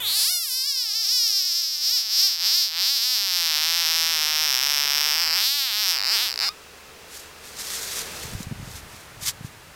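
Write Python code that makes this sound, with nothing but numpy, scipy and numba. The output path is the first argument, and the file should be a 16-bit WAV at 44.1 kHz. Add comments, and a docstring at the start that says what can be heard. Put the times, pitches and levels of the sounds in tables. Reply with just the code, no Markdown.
"""A hand-held frog screams close to a camera on a stone patio, over open air and a low drone.
Its larynx snaps in a pulse train that rings the throat: first a wail broken by rasps, from 1.8 s
surging yelps, then a rattle that sags to a creak and ends in a squeak at 6.5 s.
From 7 s shoes scuff the slabs; from 8.2 s the camera is bumped as the frog is set down."""
import sys
import numpy as np
from scipy import signal
from scipy.io import wavfile
from scipy.ndimage import uniform_filter1d
from numba import njit

SR = 44100
rng = np.random.default_rng(int(sys.argv[2]) if len(sys.argv) > 2 else 0)


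def materialize(psi):
    """Save the field psi as 16-bit PCM at rate SR to the path in sys.argv[1].

    A 1-D psi becomes a single channel; in a 2-D psi each row is a channel.
    """
    bounded = np.clip(np.atleast_2d(psi).T, -1, 1)
    quanta = np.round(bounded * 32767).astype(np.int16)
    wavfile.write(sys.argv[1], SR, quanta)


N = 429975
TIME = np.arange(N) / SR


def amp(db):
    """Decibels to gain."""
    return 10 ** (np.asarray(db) / 20)


def unit(x):
    """Scale to rms 1."""
    return x / np.sqrt(np.mean(x ** 2) + 1e-20)


def curves(rows):
    """Each column of a time table, at every sample."""
    times, *columns = np.transpose(rows)
    return [np.interp(TIME, times, column) for column in columns]


def colour(x, spectrum):
    """Minimum-phase filter from (frequency [Hz], gain [dB]) points."""
    hz, db = np.transpose(spectrum)
    bins_hz = abs(np.fft.fftfreq(4096, 1 / SR))
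    log_gain = np.log(amp(np.interp(np.log(bins_hz + 1), np.log(hz), db)))
    taps = np.fft.ifft(np.exp(np.conj(signal.hilbert(log_gain)))).real
    return signal.oaconvolve(x, taps[:len(taps) // 2])[:N]


def noise(spectrum):
    """Coloured noise, rms 1."""
    return unit(colour(rng.standard_normal(N), spectrum))


def wander(per_s):
    """Random drift, rms 1."""
    return unit(np.interp(TIME * per_s, np.arange(N), rng.standard_normal(N)))


def tone(hz):
    """Sine following a frequency curve."""
    return np.sin(2 * np.pi * np.cumsum(hz) / SR)


@njit
def one_pole(x, pole):
    """Time-varying complex one-pole filter, real part."""
    out, state = np.zeros(len(x)), 0j
    for i in range(len(x)):
        state = pole[i] * state + x[i] + 1e-18
        out[i] = state.real
    return out


def resonate(x, hz, width_hz):
    """Moving resonance, peak gain about 1."""
    radius = np.exp(-np.pi * abs(width_hz) / SR)
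    return 2 * one_pole((1 - radius) * x, radius * np.exp(2j * np.pi * hz / SR))


def steady(x, band_hz, window=1200):
    """Hold the running in-band rms at 1."""
    band = signal.sosfilt(signal.butter(3, band_hz, "band", fs=SR, output="sos"), x)
    power = abs(uniform_filter1d(uniform_filter1d(band ** 2, window), window))
    return x / np.sqrt(power + 1e-4 * power.mean())


def clicks(times_s, sizes):
    """Band-limited impulses at exact times."""
    at = np.floor(times_s * SR).astype(int)[:, None] + np.arange(-8, 9)
    offset = at - times_s[:, None] * SR
    shape = np.sinc(offset) * np.cos(np.pi * offset / 18) ** 2
    return np.bincount(np.clip(at, 0, N - 1).ravel(), (sizes[:, None] * shape).ravel(), N)


# Air hiss (time [s], level [dB])
AIR_LEVEL = [(0, -42.5), (.5, -65), (2, -70), (4, -53), (6.5, -57.5), (7.5, -48.5), (8.7, -44),
             (9.75, -47.5)]
# Air spectrum (frequency [Hz], gain [dB])
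AIR_SPECTRUM = [(35, -35), (60, -5.5), (108, -9), (338, -13), (389, -12.5), (1310, -12.5), (1740, -12.5),
                (3040, -17.5), (11000, -25.5), (14900, -31), (16000, -39)]


def open_air():
    """Broad outdoor hiss, low under the wail."""
    return amp(curves(AIR_LEVEL)[0]) * noise(AIR_SPECTRUM)


# Low background drone, rising from about 4 s and dipping briefly at 5.55 s (time [s], base level [dB])
LOW_DRONE_LEVEL = [(.1, -56), (.6, -80), (1.7, -69.5), (2.4, -64.5), (3, -65), (4.2, -52.5), (5.3, -50),
                   (5.55, -67), (6, -50.5), (7.4, -50.5), (8.1, -42), (8.42, -48.5), (8.55, -60)]
# Drone spectrum (frequency [Hz], gain [dB])
LOW_DRONE_SPECTRUM = [(20, -7.5), (75, -5), (110, -11), (170, -5), (300, -9.5), (380, -2.5), (440, 2),
                      (540, -4), (900, -6.5), (1300, -4.5), (2200, -7.5), (2500, -6.5), (2650, -3.5),
                      (2900, -9), (5000, -9.5), (12000, -20.5)]


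def low_drone(rumble_db=4.5, hum_hz=73.3, hum_db=-11):
    """Background rumble plus an unsteady hum."""
    hum = amp(hum_db + 2 * wander(8.9)) * tone(hum_hz * (1 + .04 * wander(9.2)))
    rumble = amp(rumble_db) * noise(LOW_DRONE_SPECTRUM)
    return amp(curves(LOW_DRONE_LEVEL)[0]) * (rumble + hum)


def camera_whine(hz=15140, drift_hz=18, level_db=-65):
    """The camera's thin, wavering tone."""
    return amp(level_db) * tone(hz + drift_hz * wander(60))


# Grip rumble (time [s], level [dB])
GRIP_LEVEL = [(8.15, -90), (8.23, -42.5), (8.75, -44.5), (9.05, -58), (9.27, -44.5), (9.5, -54.5)]
# Rumble spectrum (frequency [Hz], gain [dB])
GRIP_SPECTRUM = [(20, -12), (55, 1), (115, 2), (200, -8), (350, -34), (800, -60)]
# Hand knocks (time [s], peak [dB], settled pitch [Hz])
KNOCKS = [(8.254, -30, 90), (8.333, -27, 139), (8.35, -21, 85), (8.404, -25, 175), (8.468, -25, 111),
          (8.512, -21.5, 138), (8.521, -23, 169), (8.597, -26, 130), (8.627, -26, 114), (8.675, -30, 120),
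          (9.223, -34, 119), (9.408, -29, 125), (9.446, -24, 120)]


def handling(rise_s=0.0028, sag=0.4):
    """Heavily damped knocks of the camera body over the rumble of the grip."""
    out = amp(curves(GRIP_LEVEL)[0] + 1.9 * wander(25)) * noise(GRIP_SPECTRUM)
    for start_s, db, hz in KNOCKS:
        t = np.clip(TIME - start_s, 0, .1)
        swell = t / rise_s * np.exp(1 - t / rise_s)
        cycles = hz * (t + sag * rise_s * (1 - np.exp(-t / rise_s)))
        out += amp(db) * swell * np.sin(2 * np.pi * cycles)
    return out


# Soles and clothes sliding (peak time [s], swell [s], fade [s], level [dB])
SLIDES = [(7.15, 0.052, 0.1, -41), (7.47, 0.047, 0.095, -43.5), (7.61, 0.034, .04, -31),
          (7.72, 0.067, 0.12, -30.5), (7.985, 0.16, 0.052, -30), (8.22, 0.19, 0.15, -38),
          (8.42, 0.069, 0.027, -44.5), (8.78, 0.12, .02, -42), (8.98, 0.11, .05, -49.5),
          (9.283, 0.045, 0.021, -22.5), (9.46, .03, .03, -49)]
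# Grit cracks (time [s], level [dB])
CRACKS = [(7.703, -29), (8.335, -38), (8.43, -32), (8.737, -47)]
# Friction spectrum (frequency [Hz], gain [dB])
SCUFF_SPECTRUM = [(530, -52), (900, -13.5), (1920, -3), (2860, -7.5), (3340, -1.5), (5890, 0.5),
                  (8660, -3.5), (9530, -5.5), (13700, -7.5), (15100, -12), (16000, -25)]


def scuffs(grain_db=1.5, lumps_db=1.75, crack_decay_s=0.0018):
    """Swells of sliding friction, with grit cracking underfoot."""
    power = np.zeros(N)
    for peak_s, swell_s, fade_s, db in SLIDES:
        width_s = np.where(TIME < peak_s, swell_s, fade_s)
        power += (amp(db) * np.exp(-((TIME - peak_s) / width_s) ** 2)) ** 2
    sliding = np.sqrt(power) * amp(grain_db * wander(900) + lumps_db * wander(60))
    grit = sum(amp(db) * (TIME > s) * np.exp(-abs(TIME - s) / crack_decay_s) for s, db in CRACKS)
    return (sliding + grit) * noise(SCUFF_SPECTRUM)


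def patio(x, slab_delay_s=.0023, slab_db=-23, tail_db=-27, t60_s=0.2):
    """Direct sound, one slab reflection and a faint tail."""
    t = TIME[:SR // 2]
    response = rng.standard_normal(len(t)) * amp(-60 * t / t60_s) * (t > .004)
    tail = signal.oaconvolve(x, response / np.linalg.norm(response))[:N]
    echo = np.interp(TIME - slab_delay_s, TIME, x)
    return x + amp(slab_db) * echo + amp(tail_db) * tail


# Squeak partials (harmonic [n], level [dB], t60 [s])
SQUEAK_PARTIALS = [(1, -29.5, 0.13), (2, -37, 0.13), (3, -32, 0.11), (4, -28, 0.078)]


def squeak(start_s=6.484, hz=1275, bend=0.15, settle_s=0.012, attack_s=0.0022):
    """The folds ring on as a thin tone that bends up and dies."""
    t = np.maximum(TIME - start_s, 0)
    pitch_hz = hz * (1 - bend * np.exp(-t / settle_s))
    partials = sum(amp(db - 60 * t / t60_s) * tone(k * pitch_hz) for k, db, t60_s in SQUEAK_PARTIALS)
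    return np.minimum(t / attack_s, 1) * partials


# Yelps (start [s], length [s], pitch lift [octaves], level lift [dB])
SQUEEZES = [(1.808, 0.227, 0.99, 5.5), (2.088, 0.281, 1.25, 11.5), (2.385, 0.314, 1.21, 12),
            (2.792, 0.199, 0.46, 1.5), (3.014, 0.174, 0.21, 2), (5.283, 0.444, 0.61, 0.5),
            (6.018, 0.159, 0.96, 4.5), (6.113, 0.23, 1.42, 5.9), (6.369, 0.135, 1.73, 6.5)]


def yelps(skew=1.466, pitch_power=.911, level_power=0.66):
    """Extra squeezes lift pitch and level in arches; pitch peaks late."""
    octaves, db = np.zeros(N), np.zeros(N)
    for start_s, length_s, lift_octaves, lift_db in SQUEEZES:
        inside = (TIME > start_s) & (TIME < start_s + length_s)
        progress = (TIME[inside] - start_s) / length_s
        octaves[inside] += lift_octaves * np.sin(np.pi * progress ** skew) ** pitch_power
        db[inside] += lift_db * np.sin(np.pi * progress) ** level_power
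    return octaves, db


# Rasps (start [s], end [s])
RASP_SPANS = [(.303, .328), (.392, .408), (.463, .517), (.628, .67), (.715, .77), (.83, .885), (.926, .95),
              (1.018, 1.044), (1.06, 1.087), (1.275, 1.323), (1.412, 1.46), (1.53, 1.55), (1.608, 1.629),
              (1.76, 1.795), (1.888, 1.927), (2.21, 2.226), (2.556, 2.575)]


def fold_chaos(share=0.7):
    """Chaotic share of the treble as the folds break into rasps."""
    rasping = sum(1. * ((TIME > start_s) & (TIME < end_s)) for start_s, end_s in RASP_SPANS)
    return share * uniform_filter1d(rasping, size=250)


# Base snap rate, set by larynx tension (time [s], rate [Hz])
SNAP_RATE = [(.005, 511), (.108, 316), (.126, 378), (.194, 442), (.204, 371), (.312, 748), (.415, 685),
             (.507, 502), (.617, 515), (.675, 585), (.835, 480), (.917, 398), (.95, 443), (1.022, 449),
             (1.056, 380), (1.135, 512), (1.28, 445), (1.335, 398), (1.365, 402), (1.44, 364), (1.468, 372),
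             (1.528, 338), (1.602, 360), (1.643, 323), (1.812, 294), (2.04, 223), (2.315, 154), (2.73, 158),
             (3.04, 237), (3.3, 185), (3.55, 151), (3.79, 173), (3.863, 159), (4.11, 164), (4.212, 153),
             (4.472, 154), (4.561, 120), (4.65, 146), (5.12, 147), (5.21, 170), (5.29, 148), (5.48, 187),
             (5.62, 190), (5.8, 212), (5.944, 159), (6.009, 93), (6.177, 120), (6.353, 51), (6.49, 95)]
# Snap unevenness (time [s], period spread [ratio])
JITTER = [(.25, .015), (.34, .004), (3.2, .004), (3.6, .018), (4.4, .012), (4.6, .04), (5.4, .035),
          (5.5, .004), (6.1, .02), (6.35, .005)]
# Second closure in each cycle (time [s], lag [s], size [ratio])
SECOND_SNAP = [(.1, 0.00088, 0.24), (.2, .0012, 0.23), (.28, 0.00074, 0.0053), (6.45, .0014, 0.014),
               (6.465, 0.0014, 0.83)]


def larynx(lift_octaves, chaos, glide_s=0.012, quaver=.005, rasp_sag=.015, shimmer=5.6,
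           lone_snap_s=6.359, scatter_s=0.000102, hiss_db=-25, rasp_from_hz=4500):
    """The folds snap shut and air puffs through; returns bare snaps, airy snaps and rasp."""
    (jitter,), (lag_s, rebound) = curves(JITTER), curves(SECOND_SNAP)
    sounding = TIME < SNAP_RATE[-1][0]
    rate_hz = uniform_filter1d(curves(SNAP_RATE)[0], int(glide_s * SR)) * 2 ** lift_octaves
    rate_hz *= (1 + quaver * wander(28)) * (1 - rasp_sag * chaos)
    cycles = np.cumsum(rate_hz * (1 + jitter * (wander(200) + .25 * wander(14)))) / SR
    cycles -= np.interp(lone_snap_s, TIME, cycles) % 1  # one snap lands at the bottom of the creak
    times_s = np.interp(np.arange(1, cycles[sounding][-1]), cycles, TIME)
    at = (times_s * SR).astype(int)
    puffs = np.exp(-2 * (cycles % 1)) * 2 * rng.standard_normal(N) * sounding
    spread, slip = rng.standard_normal((N, 2))[:len(at)].T
    sizes = np.exp(shimmer * jitter[at] * np.tanh(spread)) / np.sqrt(rate_hz[at] / SR)
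    snaps = clicks(times_s, sizes) + clicks(times_s + lag_s[at], sizes * rebound[at])
    # rasp: the cycle keeps time, the treble is struck out of step
    stray = clicks(times_s + scatter_s * slip, sizes) + 0.92 * puffs
    highpass = signal.butter(6, rasp_from_hz, "high", fs=SR, output="sos")
    rasp = signal.sosfiltfilt(highpass, chaos * (stray - snaps) + 1e-18)
    return snaps, snaps + amp(hiss_db) * puffs, rasp


# Open-mouth resonance (time [s], centre [Hz], width per stage [Hz])
THROAT_RESONANCE = [(0, 2920, 703), (.1, 3980, 900), (.18, 4550, 1350), (.33, 5000, 1800), (.6, 4930, 1130),
                    (1.2, 5180, 1510), (2.3, 5115, 1468), (2.9, 4830, 1725), (3.6, 5300, 2033),
                    (4.6, 5690, 1501), (5.3, 5600, 1600), (5.48, 4740, 2290), (5.7, 4840, 2500),
                    (5.87, 5470, 1520), (6.22, 4500, 2580)]
# Ring spectrum (frequency [Hz], gain [dB])
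RING_SPECTRUM = [(400, -61), (1500, -8.5), (2600, 0.5), (3500, 4.5), (4500, 3), (5600, 3), (6100, -4),
                 (6700, -9.5), (9000, -14)]


def throat(pulses, shut, shut_hz=5010, shut_width_hz=990):
    """Two-stage throat resonance; shutting the mouth narrows it."""
    open_hz, open_width_hz = curves(THROAT_RESONANCE)
    hz = open_hz + shut * (shut_hz - open_hz)
    width_hz = open_width_hz + shut * (shut_width_hz - open_width_hz)
    ring = resonate(resonate(pulses, hz, width_hz), hz, width_hz)
    return steady(colour(ring, RING_SPECTRUM), (3000, 6500))


# Treble relative to effort, mouth open (time [s], edge [dB], sizzle [dB])
TREBLE_LEVELS = [(0, -13, -7.5), (.2, -6, -9.5), (.48, -6, -4.5), (.66, -16, -16.5), (1.5, -19.5, -15.5),
                 (2.7, -19, -14), (3.4, -15.5, -11), (5.2, -14, -9.5), (5.72, -14, -8), (6.1, -13.5, -12),
                 (6.24, -14.5, -9.5), (6.49, -13, -14)]
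# Edge spectrum (frequency [Hz], gain [dB])
EDGE_SPECTRUM = [(3000, -66), (5500, -4), (6600, -3.5), (7600, 1), (8400, -1.5), (9400, 0), (10200, -1.5),
                 (11000, -3.5), (13000, -14)]
# Sizzle spectrum (frequency [Hz], gain [dB])
SIZZLE_SPECTRUM = [(8000, -63), (11000, -28), (11700, -0.5), (12400, 7.5), (12900, 2), (13600, -1),
                   (14500, -9), (15400, -7.5), (16500, -6)]


def treble(pulses, shut, notch_hz, notch_width_hz, peak_hz=10040, drift_hz=350,
           flat_at_db=-15, flicker_db=0.7, shut_db=-8):
    """Bright edge and top sizzle of the voice, notched and dulled as the mouth shuts."""
    for multiple in (1.72, 2.54, 3.15):
        pulses = pulses - shut * resonate(pulses, multiple * notch_hz, notch_width_hz)
    edge_db, sizzle_db = curves(TREBLE_LEVELS)
    boost = np.clip(.12 * (edge_db - flat_at_db), -1, 1)  # strong edge: peak; weak edge: hollow
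    pulses = pulses + boost * resonate(pulses, peak_hz + drift_hz * wander(4), width_hz=1000)
    edge = amp(edge_db + flicker_db * wander(12)) * steady(colour(pulses, EDGE_SPECTRUM), (7000, 10500))
    sizzle = amp(sizzle_db) * steady(colour(pulses, SIZZLE_SPECTRUM), (11500, 15500))
    return amp(shut_db * shut ** 2) * (edge + sizzle)


# Lung push (time [s], base ring level [dB])
LUNG_EFFORT = [(0, -33.5), (.08, -23.5), (.28, -22), (.47, -29.5), (.53, -25.5), (.72, -23.5), (.9, -24.5),
               (1.18, -19.5), (1.8, -26.5), (1.98, -24), (2.06, -28.5), (2.38, -30.5), (2.74, -30.5),
               (2.8, -22.5), (3.04, -24), (4.7, -24), (5.35, -22), (5.6, -26.5), (5.7, -30), (5.91, -22),
               (6.04, -28.5), (6.12, -25.5), (6.25, -31), (6.38, -31.5), (6.49, -28.5)]
# Mouth closure (time [s], shut [0-1])
MOUTH_SHUT = [(3.5, 0.19), (4.7, 0.42), (5.1, 0.49), (5.33, 0.91), (5.45, 0.02), (5.88, 0.07), (6, 1),
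              (6.11, 0.91), (6.19, 0.38), (6.27, 0.4), (6.32, 0.95), (6.49, 1)]
# Dry snap, growing from wail to rattle (time [s], base level [dB])
DRY_SNAP_LEVEL = [(0.0, -42.5), (0.32, -43), (0.4, -48.5), (0.7, -49.5), (1.16, -48), (1.63, -50.5),
                  (1.68, -53.5), (1.97, -45.5), (2.02, -49), (2.24, -42.5), (2.37, -47), (2.44, -38.5),
                  (2.69, -47.5), (2.78, -37), (2.96, -44), (3.54, -34), (5.39, -31), (5.48, -40.5),
                  (6.14, -31), (6.36, -40.5), (6.44, -28), (6.49, -36.5)]
# Dry snap spectrum (frequency [Hz], gain [dB])
DRY_SNAP_SPECTRUM = [(100, -29.5), (450, -30), (620, -13.5), (780, -7), (1300, -4), (2100, -1.5),
                     (3500, 2.5), (4400, -1.5), (6000, -18), (9000, -22.5)]


def scream(tremble_db=0.74, snap_trim_db=0.2, db_per_chaos=-2.5,
           notch_open_hz=5120, notch_shut_hz=3310, notch_width_hz=1290, notch_depth=0.96):
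    """Lung-driven larynx snaps, heard dry, through the ringing throat and as bright treble."""
    lift_octaves, lift_db = yelps()
    effort_db = curves(LUNG_EFFORT)[0] + lift_db + tremble_db * wander(30)
    shut = curves(MOUTH_SHUT)[0]
    chaos = fold_chaos()
    snaps, airy, rasp = larynx(lift_octaves, chaos)
    ring = amp(db_per_chaos * chaos) * throat(airy + rasp, shut)
    snap_db = curves(DRY_SNAP_LEVEL)[0] + snap_trim_db - effort_db
    body = ring - amp(snap_db) * steady(colour(snaps, DRY_SNAP_SPECTRUM), (700, 2500))
    # the closing jaw drags a row of notches down the spectrum
    notch_hz = notch_open_hz + shut * (notch_shut_hz - notch_open_hz)
    body -= notch_depth * shut * resonate(body, notch_hz, notch_width_hz)
    top = treble(airy + 0.93 * rasp, shut, notch_hz, notch_width_hz)
    return amp(effort_db) * (body + top)


def scene():
    """All sources at one microphone, identical in both channels."""
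    frog = patio(scream() + squeak())
    mix = frog + handling() + open_air() + low_drone() + camera_whine() + scuffs()
    return np.tile(mix, (2, 1))


def record(dry):
    """The camera's band limit."""
    cutoff_hz = 16100
    lowpass = signal.firwin(401, cutoff_hz, window=("kaiser", 8), fs=SR)
    return signal.oaconvolve(dry, lowpass[None], "same")


dry = scene()
out = record(dry)
materialize(out)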